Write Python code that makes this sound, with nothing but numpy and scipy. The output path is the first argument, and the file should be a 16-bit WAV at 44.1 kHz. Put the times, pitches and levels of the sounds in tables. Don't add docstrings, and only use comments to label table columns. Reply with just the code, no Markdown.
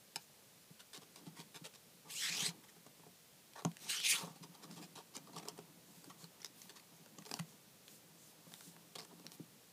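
import sys
import numpy as np
from scipy import signal
from scipy.fft import rfft, irfft, next_fast_len
from scipy.io import wavfile
from scipy.ndimage import uniform_filter1d, map_coordinates

SR = 44100
rng = np.random.default_rng(int(sys.argv[2]) if len(sys.argv) > 2 else 0)


def transcribe(u):
    v = np.clip(np.atleast_2d(u).T, -1, 1)
    q = np.round(v * 32767).astype(np.int16)
    wavfile.write(sys.argv[1], SR, q)


def gain_from_decibels(decibels):
    exponent = np.asarray(decibels, float) / 20
    return 10 ** exponent


N = 428652
T = np.arange(N) / SR

# freq_hz, density_db (per Hz)
MURMUR = [(20, -30), (50, -19.5), (90, -13), (130, -2), (200, -2.5), (300, -10.5), (500, -6.5),
          (900, -18.5)]
# freq_hz, density_db (per Hz)
MIC_HISS = [(200, -23), (800, -13.5), (1500, -14.5), (4000, -13), (9000, -15), (15600, -16.5)]
# time_s, stirring_db
RESTLESSNESS = [(0.0, -79), (0.9, -86), (1.16, -66), (1.92, -77), (2.43, -59.5), (2.73, -70), (3.19, -81),
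                (3.9, -70), (4.36, -67.5), (4.84, -58.5), (4.98, -77), (5.4, -55.5), (5.74, -67.5),
                (7.28, -67), (7.82, -71.5), (8.96, -64), (9.18, -59.5), (9.72, -77)]
# pitch_hz, level_db, t60_s
PANEL_MODES = [(167.2, 0, 0.12), (215.6, -4, 0.12), (291, -2, 0.039)]
# pitch_hz, level_db, t60_s
BOARD_MODES = [(416, -2, 0.038), (560, -6, 0.033), (698, -1.5, 0.027), (869, 0, 0.038), (955, 1.5, 0.026),
               (1235, -2, 0.022), (1426, -13, 0.016), (1830, -11.5, 0.029)]
# start_s, peak_db, board_rel_db, upper_panel_rel_db
BUMPS = [(0.158, -53, 2, -4), (0.705, -49.5, -28, -9.5), (0.976, -52, -14, -2), (1.267, -42, -17, -6),
         (1.388, -45.5, -22, -3), (1.549, -55, -1, -9), (1.613, -46, -17, -6), (2.297, -50.5, -15, -8),
         (2.42, -41, -14, -9), (2.479, -43.5, -6, -27), (2.864, -55, 3, -4), (2.996, -56, -1, -9),
         (3.035, -63, 7, -7), (3.0659, -55, 4.5, -10), (3.6502, -27, 1, -7.5), (3.668, -41, -6, -3),
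         (4.228, -42.5, -20, -17), (4.409, -48, -16, -12), (4.489, -51, -20, -13), (4.834, -50, -18, -6),
         (4.958, -51.5, -5, -3), (5.165, -46.5, -18, 6), (5.589, -53.5, 10.5, -9), (6.097, -56, -3, -19),
         (6.232, -49, -17, -15), (6.657, -54.5, -3, -16), (7.183, -47.5, -5, -11), (7.313, -47.5, 7, 1),
         (7.339, -48.5, 6, 5), (7.395, -36.5, -8, -29), (8.467, -52, -3, -9.5), (8.67, -56, -9, -13),
         (9.13, -57, 1, 3), (9.2, -53, -5, -1), (9.245, -50.5, -4, 6), (9.398, -38.5, -20, -3.5),
         (4.27, -47, -14, -11), (4.3, -51, -8, -10), (4.445, -50, -9, -6), (4.76, -53, -8, -4)]
# start_s, peak_db, centre_hz,
# board_rel_db, t60_s
TEARS = [(0.159, -26.5, 4750, -12.5, 0.035), (0.9325, -40.5, 4000, -20, 0.046),
         (1.1588, -41, 4340, -14, 0.04), (4.9546, -43, 3840, -10, 0.094), (5.4533, -47.5, 6400, 3.5, 0.028),
         (6.6928, -39, 3450, -14, 0.089), (3.5349, -45.5, 4750, -24, 0.012),
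         (3.7154, -45, 3310, -17, 0.012), (5.589, -46, 2500, -14, 0.037), (6.7968, -46, 2580, -19, 0.014),
         (8.5196, -46, 1860, -5.5, 0.012), (9.0485, -46.5, 8240, -7, 0.013),
         (9.1972, -49, 5300, -8, 0.0092), (3.6497, -30, 1900, -14, 0.008), (7.222, -48, 2500, -11, 0.01)]
# start_s, peak_db, centre_hz, board_rel_db
TICKS = [(0.9754, -40, 4690, -20), (1.4014, -37.5, 4350, -18), (2.4043, -27.5, 6060, -19),
         (3.5923, -47, 2760, -2), (3.6212, -44, 4150, -5), (3.6491, -24, 6660, -22),
         (4.0015, -30, 3320, -40), (4.0422, -33, 3230, -41), (4.7109, -41, 5200, -16),
         (5.1654, -31.5, 6680, -22), (6.0425, -39.5, 4520, -15), (6.2415, -38, 4200, -16),
         (6.4173, -41, 5500, -23), (6.421, -43, 5500, -25), (6.43, -42, 5600, -32),
         (6.4457, -28, 5630, -30), (6.452, -44, 5600, -28), (6.458, -36, 5100, -25),
         (6.4637, -41, 5400, -25), (6.617, -38, 6470, -34), (7.185, -39, 6660, -14),
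         (7.313, -28, 4700, -17.5), (7.3905, -35, 2600, -11), (7.396, -31, 1890, -16),
         (8.954, -35, 3180, -13), (8.958, -31, 4600, -21), (8.964, -41, 3500, -9), (8.9843, -35, 4000, -17),
         (8.989, -33, 4900, -18), (8.996, -35, 4870, -16), (8.998, -37, 4900, -19), (9.004, -36, 4970, -16),
         (9.015, -44, 5200, -13), (9.0225, -48, 5200, -7), (9.031, -49, 4500, -6)]
# start_s, peak_db, centre_hz, board_rel_db
SNAPS = [(1.758, -43, 4000, -19), (3.769, -34, 2600, -38), (5.4854, -24, 5900, -22.5),
         (7.061, -40.5, 1880, -19), (7.2532, -36, 4000, -24), (7.293, -37, 5000, -20),
         (7.3403, -22.5, 5060, -23.5), (7.881, -36, 3960, -38), (8.5392, -30.5, 3940, -32),
         (8.6088, -34, 6350, -22.5), (8.765, -43.5, 1520, -15), (9.254, -50, 2000, -10),
         (9.2665, -30.5, 4900, -37), (9.319, -34.5, 4500, -27)]
# freq_hz, density_db (per Hz)
SCRATCH_COLOUR = [(300, -21), (900, -6.5), (1700, 0.5), (3000, 0), (5000, 0.5), (9000, -2.5), (15500, -16)]
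# start_s, length_s, level_db, centre_hz, lift_db
BRUSHES = [(0.186, 0.074, -66.5, 6000, 3), (3.795, 0.075, -60, 7000, -7), (4.687, 0.25, -71, 5000, -1),
           (5.798, 0.37, -67.5, 8000, 0), (6.17, 0.1, -63.5, 7000, 5), (6.535, 0.17, -63, 7000, -6),
           (6.921, .08, -70, 6200, 8), (7.239, 0.21, -61, 6000, -3), (7.446, 0.11, -66, 6500, 5),
           (7.842, 0.18, -64.5, 5000, -1), (8.16, 0.13, -66.5, 7200, 10), (8.2, .16, -67, 10000, 3),
           (8.419, 0.35, -64, 6040, -4), (8.575, 0.18, -62.5, 7500, 3), (8.967, 0.088, -63, 5000, 9),
           (9.308, 0.062, -59.5, 7000, -6)]
# freq_hz, density_db (per Hz)
FUR_COLOUR = [(1500, -24), (3500, -12.5), (7000, -8), (12000, -13), (15500, -13)]
# start_s, peak_db, centre_hz, board_rel_db,
# length_s
SCRATCHES = [(0.792, -41.5, 3500, -18, 0.031), (0.937, -36.5, 3930, -17, 0.05),
             (1.013, -45.5, 4000, -9.5, 0.037), (1.164, -45.5, 4300, -15, 0.047),
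             (1.255, -44.5, 4300, -9.5, 0.043), (1.3574, -42, 1800, -11, 0.076),
             (1.384, -38, 3180, -19, 0.046), (1.543, -35.5, 3200, -15, 0.044), (1.638, -34, 3300, -15, 0.043),
             (1.7335, -45, 3770, -16, 0.038), (2.635, -47, 2500, -13, 0.016), (2.68, -48, 2500, -28, 0.031),
             (2.762, -54.5, 3500, -0.5, 0.013), (2.863, -46, 7700, -23, 0.013), (2.992, -62, 4000, -2, 0.03),
             (3.553, -43, 4700, -2, 0.055), (3.578, -43.5, 4000, -7, 0.042),
             (4.35, -49, 4000, -4.5, 0.039), (4.422, -39.5, 4300, -8, 0.035),
            (4.537, -44.5, 4200, -9.5, 0.029), (4.622, -40.5, 4200, -11, 0.044),
            (4.701, -45.5, 5200, -16, 0.073), (4.76, -43.5, 3800, -10, 0.042),
            (4.8126, -41, 4200, -10.5, 0.053), (4.969, -42.5, 3800, -4.5, 0.052),
            (5.137, -38, 4260, -9.5, 0.035), (5.151, -36.5, 6000, -14.5, 0.036),
            (5.266, -48.5, 4200, -3, 0.021), (5.327, -44, 4200, -9, 0.039), (5.359, -35.5, 4300, -5, 0.018),
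            (5.374, -34, 4300, -13, 0.02), (5.392, -40.5, 2980, -8.5, 0.015),
            (5.426, -44.5, 3000, -5, 0.015), (5.4494, -52, 4200, -3, 0.028), (5.475, -43.5, 3000, 1, 0.014),
            (5.485, -41, 5500, -8, 0.018), (5.576, -42, 8300, -15, 0.012), (6.096, -42, 4800, -7, 0.021),
            (6.19, -48, 4300, -13, 0.082), (6.4, -48, 3000, -23, 0.016), (6.755, -42.5, 4300, -15, 0.036),
            (7.259, -39, 5000, -11, 0.016), (7.363, -42, 5500, -10, 0.012), (7.39, -37, 3000, -13.5, 0.01)]
# time_s, hiss_db (speed), claw_edge_db (over the hiss), weight_db (on the board)
SLIDES = [
    [(2.05, -92, -9, -64), (2.104, -53.5, -2, -65.5), (2.14, -56, 5.5, -70), (2.15, -52, 1, -76),
     (2.25, -40, -7.5, -74), (2.32, -44.5, -10, -64), (2.468, -41, -3, -55.5), (2.49, -46.5, -2, -58),
     (2.55, -98, -9, -80)],
    [(3.79, -67.5, -1, -78), (3.876, -55, -5, -67.5), (3.9, -41.5, -1.5, -67.5), (4.028, -46.5, -12.5, -65),
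     (4.043, -37.5, -10, -67), (4.112, -35, 1, -67), (4.158, -41, -5.5, -59), (4.238, -58.5, -0.5, -56),
     (4.36, -78, -8, -69.5)],
]
# start_s, end_s, from_hz, to_hz, lift_db
POCKETS = [(2.08, 2.22, 1350, 1300, -5), (2.14, 2.3, 2400, 4060, 9), (2.14, 2.3, 5200, 5700, 7),
           (2.17, 2.25, 3900, 4800, 5), (2.21, 2.3, 1820, 1820, 10), (2.22, 2.31, 2160, 2600, 6),
           (2.14, 2.19, 8100, 8000, 6), (2.14, 2.19, 6600, 6800, 7), (2.2, 2.35, 7600, 7600, 6.5),
           (2.31, 2.49, 2200, 4140, 8.5), (2.31, 2.45, 4400, 6600, 6.5), (2.43, 2.49, 4100, 5400, 7.5),
           (2.42, 2.5, 1960, 2100, 9), (2.4, 2.45, 7900, 8500, 3), (2.45, 2.485, 8100, 8300, 14),
           (2.44, 2.49, 9800, 10000, 7), (3.88, 4.08, 2580, 3630, 11.5), (3.88, 3.93, 4200, 4200, 11),
           (3.96, 4.05, 4600, 5000, 5.5), (3.4, 3.96, 8500, 8500, 7.5), (3.9, 3.99, 1700, 1340, 9.5),
           (4.0, 4.12, 980, 1000, -16), (4.0, 4.14, 1800, 1400, -8), (3.98, 4.04, 6500, 6600, -7),
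           (2.06, 2.3, 6000, 6000, -3), (4.04, 4.15, 2460, 2200, 12.5), (4.07, 4.14, 4200, 4900, 4),
           (3.7, 4.14, 6000, 6300, 4), (4.06, 4.16, 9200, 9460, 9), (4.1, 4.19, 2900, 3600, 8),
           (4.12, 4.24, 1260, 1100, 12)]
# freq_hz, density_db (per Hz)
SLIDE_COLOUR = [(760, -23), (1300, -8.5), (1770, -6), (2000, -5), (3210, -1), (6500, -5.5), (8450, -22),
                (14300, -120)]
# freq_hz, density_db (per Hz)
CLAW_EDGE_COLOUR = [(3820, -20.5), (6500, -8), (8080, -5.5), (9380, -6), (10500, -6.5), (15500, -16)]

QUIET_DB = -49.5
PUSH_S, HARDEN = 0.022, 0.41
SOFT_HZ = 650
DAMPED = 0.54
TICK_T60_S, TICK_RISE, SNAP_T60_S = 0.0082, 0.1, 0.0034
PANEL_SHARE_DB = -4.5


def unit(x):
    return x / np.sqrt(np.mean(x ** 2) + 1e-20)


def peak(x):
    return x / np.abs(x).max()


def along(points, hz):
    f, db = np.transpose(points)
    return gain_from_decibels(np.interp(np.log(hz + 1), np.log(f + 1), db, left=-120, right=-120))


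def curves(rows):
    s, *columns = np.transpose(rows)
    return [np.interp(T, s, column) for column in columns]


def filtered(x, response):
    m = next_fast_len(len(x) + SR // 10)
    spectrum = rfft(x, m) * response(np.fft.rfftfreq(m, 1 / SR))
    return irfft(spectrum, m)[:len(x)]


def hump(hz, centre_hz, octaves, lift_db):
    distance = np.log2((hz + 1) / centre_hz) / octaves
    return gain_from_decibels(lift_db * np.exp(-0.5 * distance ** 2))


def ringing(modes):
    def response(f):
        total = 0
        for k, (pitch_hz, db, t60) in enumerate(modes):
            width = np.log(1000) / np.pi / t60
            resonance = 1j * f * width ** 0.5 / (pitch_hz ** 2 - f * f + 1j * f * width)
            total = total + (-1) ** k * gain_from_decibels(db) * resonance
        return total
    return response


def struck(modes, spread, damped=1):
    chance = spread * rng.standard_normal((len(modes), 2))
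    return [(hz * (1 + 0.055 * b), db + 4.2 * a, t60 * damped) for (hz, db, t60), (a, b) in zip(modes, chance)]


def grit(spread_db, rate, count=N):
    grains = rng.standard_normal(int(count * rate / SR) + 4)
    size = map_coordinates(grains, [np.arange(count) * rate / SR], order=1)
    return unit(rng.standard_normal(count) * gain_from_decibels(spread_db * size))


def quiet():
    murmur = filtered(grit(spread_db=1.0, rate=10), lambda f: along(MURMUR, f))
    hiss = filtered(rng.standard_normal(N), lambda f: along(MIC_HISS, f))
    return gain_from_decibels(QUIET_DB) * (murmur + hiss)


def stirring():
    stir_db, = curves(RESTLESSNESS)
    panel = unit(filtered(grit(spread_db=4.5, rate=40), ringing(PANEL_MODES)))
    board = unit(filtered(grit(spread_db=4.5, rate=55), ringing(BOARD_MODES)))
    return gain_from_decibels(stir_db - 2.0) * (panel + gain_from_decibels(-8.5) * board)


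def bumps():
    out, t = np.zeros(N + SR), np.arange(SR // 5) / SR
    for s, db, board_db, upper_db in BUMPS:
        length = PUSH_S * gain_from_decibels(-HARDEN * (db + 52))
        push = rng.standard_normal(len(t)) * gain_from_decibels(-26 * t / length)
        push[0] += 28
        push = filtered(push, lambda f: 1 / (1 + 1j * f / 1500) ** 2)
        knock = filtered(push, lambda f: (1j * f / 220 / (1 + 1j * f / 220)) ** 2 / (1 + 1j * f / SOFT_HZ))
        upper = [(hz, level + upper_db + 5.5, t60) for hz, level, t60 in PANEL_MODES[1:]]
        ring = ringing(struck(PANEL_MODES[:1] + upper, 0.27))
        panel = filtered(push, lambda f: ring(f) / (1 + 1j * f / 600) ** 2)
        sheet = ringing(struck(BOARD_MODES, 0.98, DAMPED))
        board = filtered(push, lambda f: sheet(f) / (1 + 1j * f / SOFT_HZ))
        upper_sound = peak(board) + gain_from_decibels(-2.5) * peak(knock)
        out[round(s * SR):][:len(t)] += gain_from_decibels(db - 2.5) * (peak(panel) + gain_from_decibels(board_db + 2.5) * upper_sound)
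    return out[:N]


def walls(hz, delays):
    return 1 + sum(0.42 * np.exp(-2j * np.pi * hz * d) for d in delays)


def contacts(rows, shape, spread_db, octaves, lift_db, air_db, drive_db, spike=0):
    out, t = np.zeros(N + SR), np.arange(SR // 8) / SR
    for s, db, hz, board_db, length in rows:
        burst = grit(spread_db, 699.0, count=len(t)) * shape(t / np.clip(length, 0.001, 0.1))
        burst[0] += spike
        delays = rng.uniform(0.000304, 0.001614, 2)
        colour = lambda f: along(SCRATCH_COLOUR, f) * hump(f, hz, octaves, lift_db)
        air = filtered(burst, lambda f: colour(f) * walls(f, delays))
        board = filtered(burst, ringing(struck(BOARD_MODES, 0.75, DAMPED)))
        sound = gain_from_decibels(db + air_db) * peak(air) + gain_from_decibels(db + board_db + drive_db) * peak(board)
        out[round(s * SR):][:len(t)] += sound
    return out[:N]


def fall(u):
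    return gain_from_decibels(-60 * u)


def tears():
    return contacts(TEARS, fall, spread_db=4.5, octaves=0.22, lift_db=5.5, air_db=-1.5, drive_db=-2.0)


def ticks():
    swell = lambda u: fall(u) * u / (u + TICK_RISE)
    rows = [(*row, TICK_T60_S) for row in TICKS]
    return contacts(rows, swell, spread_db=4.0, octaves=0.17, lift_db=11.5, air_db=-4, drive_db=1.5)


def snaps():
    rows = [(*row, SNAP_T60_S) for row in SNAPS]
    return contacts(rows, fall, spread_db=0.0, octaves=0.45, lift_db=9.5, air_db=-1.0, drive_db=4.0, spike=5.1)


def brushing():
    out, count = np.zeros(N + SR), SR // 3
    for s, length, db, hz, lift_db in BRUSHES:
        hairs = grit(spread_db=1.5, rate=107, count=count)
        colour = lambda f: along(FUR_COLOUR, f) * hump(f, hz, octaves=0.29, lift_db=lift_db)
        swell = np.sin(np.pi * np.minimum(T[:count] / length, 1))
        out[round(s * SR):][:count] += gain_from_decibels(db) * unit(filtered(hairs, colour)) * swell
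    return out[:N]


def scratches():
    shape = lambda u: (u < 1) * np.abs(np.sin(np.pi * np.minimum(u, 1) ** 0.66))
    return contacts(SCRATCHES, shape, spread_db=4.0, octaves=0.35, lift_db=5.0, air_db=-5, drive_db=0.0)


def rubbing():
    hz, t, z = signal.stft(grit(spread_db=1.5, rate=400), SR, nperseg=256)
    lift_db = np.zeros(z.shape)
    for start, end, from_hz, to_hz, db in POCKETS:
        centre = np.interp(t, [start, end], [from_hz, to_hz])
        fade = np.clip(np.minimum(t - start, end - t) / 0.025 + 0.5, 0, 1)
        distance = (hz[:, None] - centre) / (230 + 0.03 * centre)
        lift_db += db * fade * np.exp(-0.5 * distance ** 2)
    patches = uniform_filter1d(uniform_filter1d(rng.standard_normal(z.shape), 3, 0), 9, 1)
    lift_db += 2.2 * unit(patches)
    return signal.istft(z * gain_from_decibels(lift_db), SR, nperseg=256)[1][:N]


def slides():
    rub = rubbing()
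    level = lambda x: x / np.sqrt(np.abs(uniform_filter1d(x ** 2, 2200)))
    hiss = level(filtered(rub, lambda f: along(SLIDE_COLOUR, f)))
    edge = level(filtered(rub, lambda f: along(CLAW_EDGE_COLOUR, f)))
    drag = grit(spread_db=4.0, rate=90)
    board = unit(filtered(drag, ringing(BOARD_MODES)))
    panel = unit(filtered(drag, ringing(PANEL_MODES)))
    body = board + gain_from_decibels(PANEL_SHARE_DB) * panel
    out = np.zeros(N)
    for rows in SLIDES:
        db, edge_db, weight_db = curves(rows)
        on = (T > rows[0][0]) & (T < rows[-1][0])
        out += on * (gain_from_decibels(db) * (hiss + gain_from_decibels(edge_db) * edge) + gain_from_decibels(weight_db) * body)
    return out


def echoes(x):
    t = np.arange(SR // 5) / SR
    tail = filtered(rng.standard_normal(len(t)), lambda f: 1 / (1 + (f / 5000) ** 2))
    tail = tail * gain_from_decibels(-60 * t / 0.12)
    delayed = np.pad(x, (130, 0))
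    return signal.fftconvolve(delayed, tail / np.linalg.norm(tail))[:N]


def scene():
    near = bumps() + tears() + ticks() + snaps() + scratches() + slides()
    return (near + gain_from_decibels(-15.0) * echoes(near) + stirring() + brushing())[None]


def low_pass(x):
    return signal.sosfilt(signal.butter(12, 16390, fs=SR, output="sos"), x)


def record(dry):
    bass = lambda f: 1j * f / 120
    port = lambda f: (bass(f) ** 2 / (1 + 1.17 * bass(f) + bass(f) ** 2)) ** 2 + 0.017
    top_cut = lambda f: 1 / (1 + (f / 15440) ** 120) + 0.022 / (1 + (f / 16400) ** 120)
    mix = filtered(filtered(dry[0], port) + quiet(), top_cut)
    return low_pass(mix[None])


dry = scene()
out = record(dry)
transcribe(out)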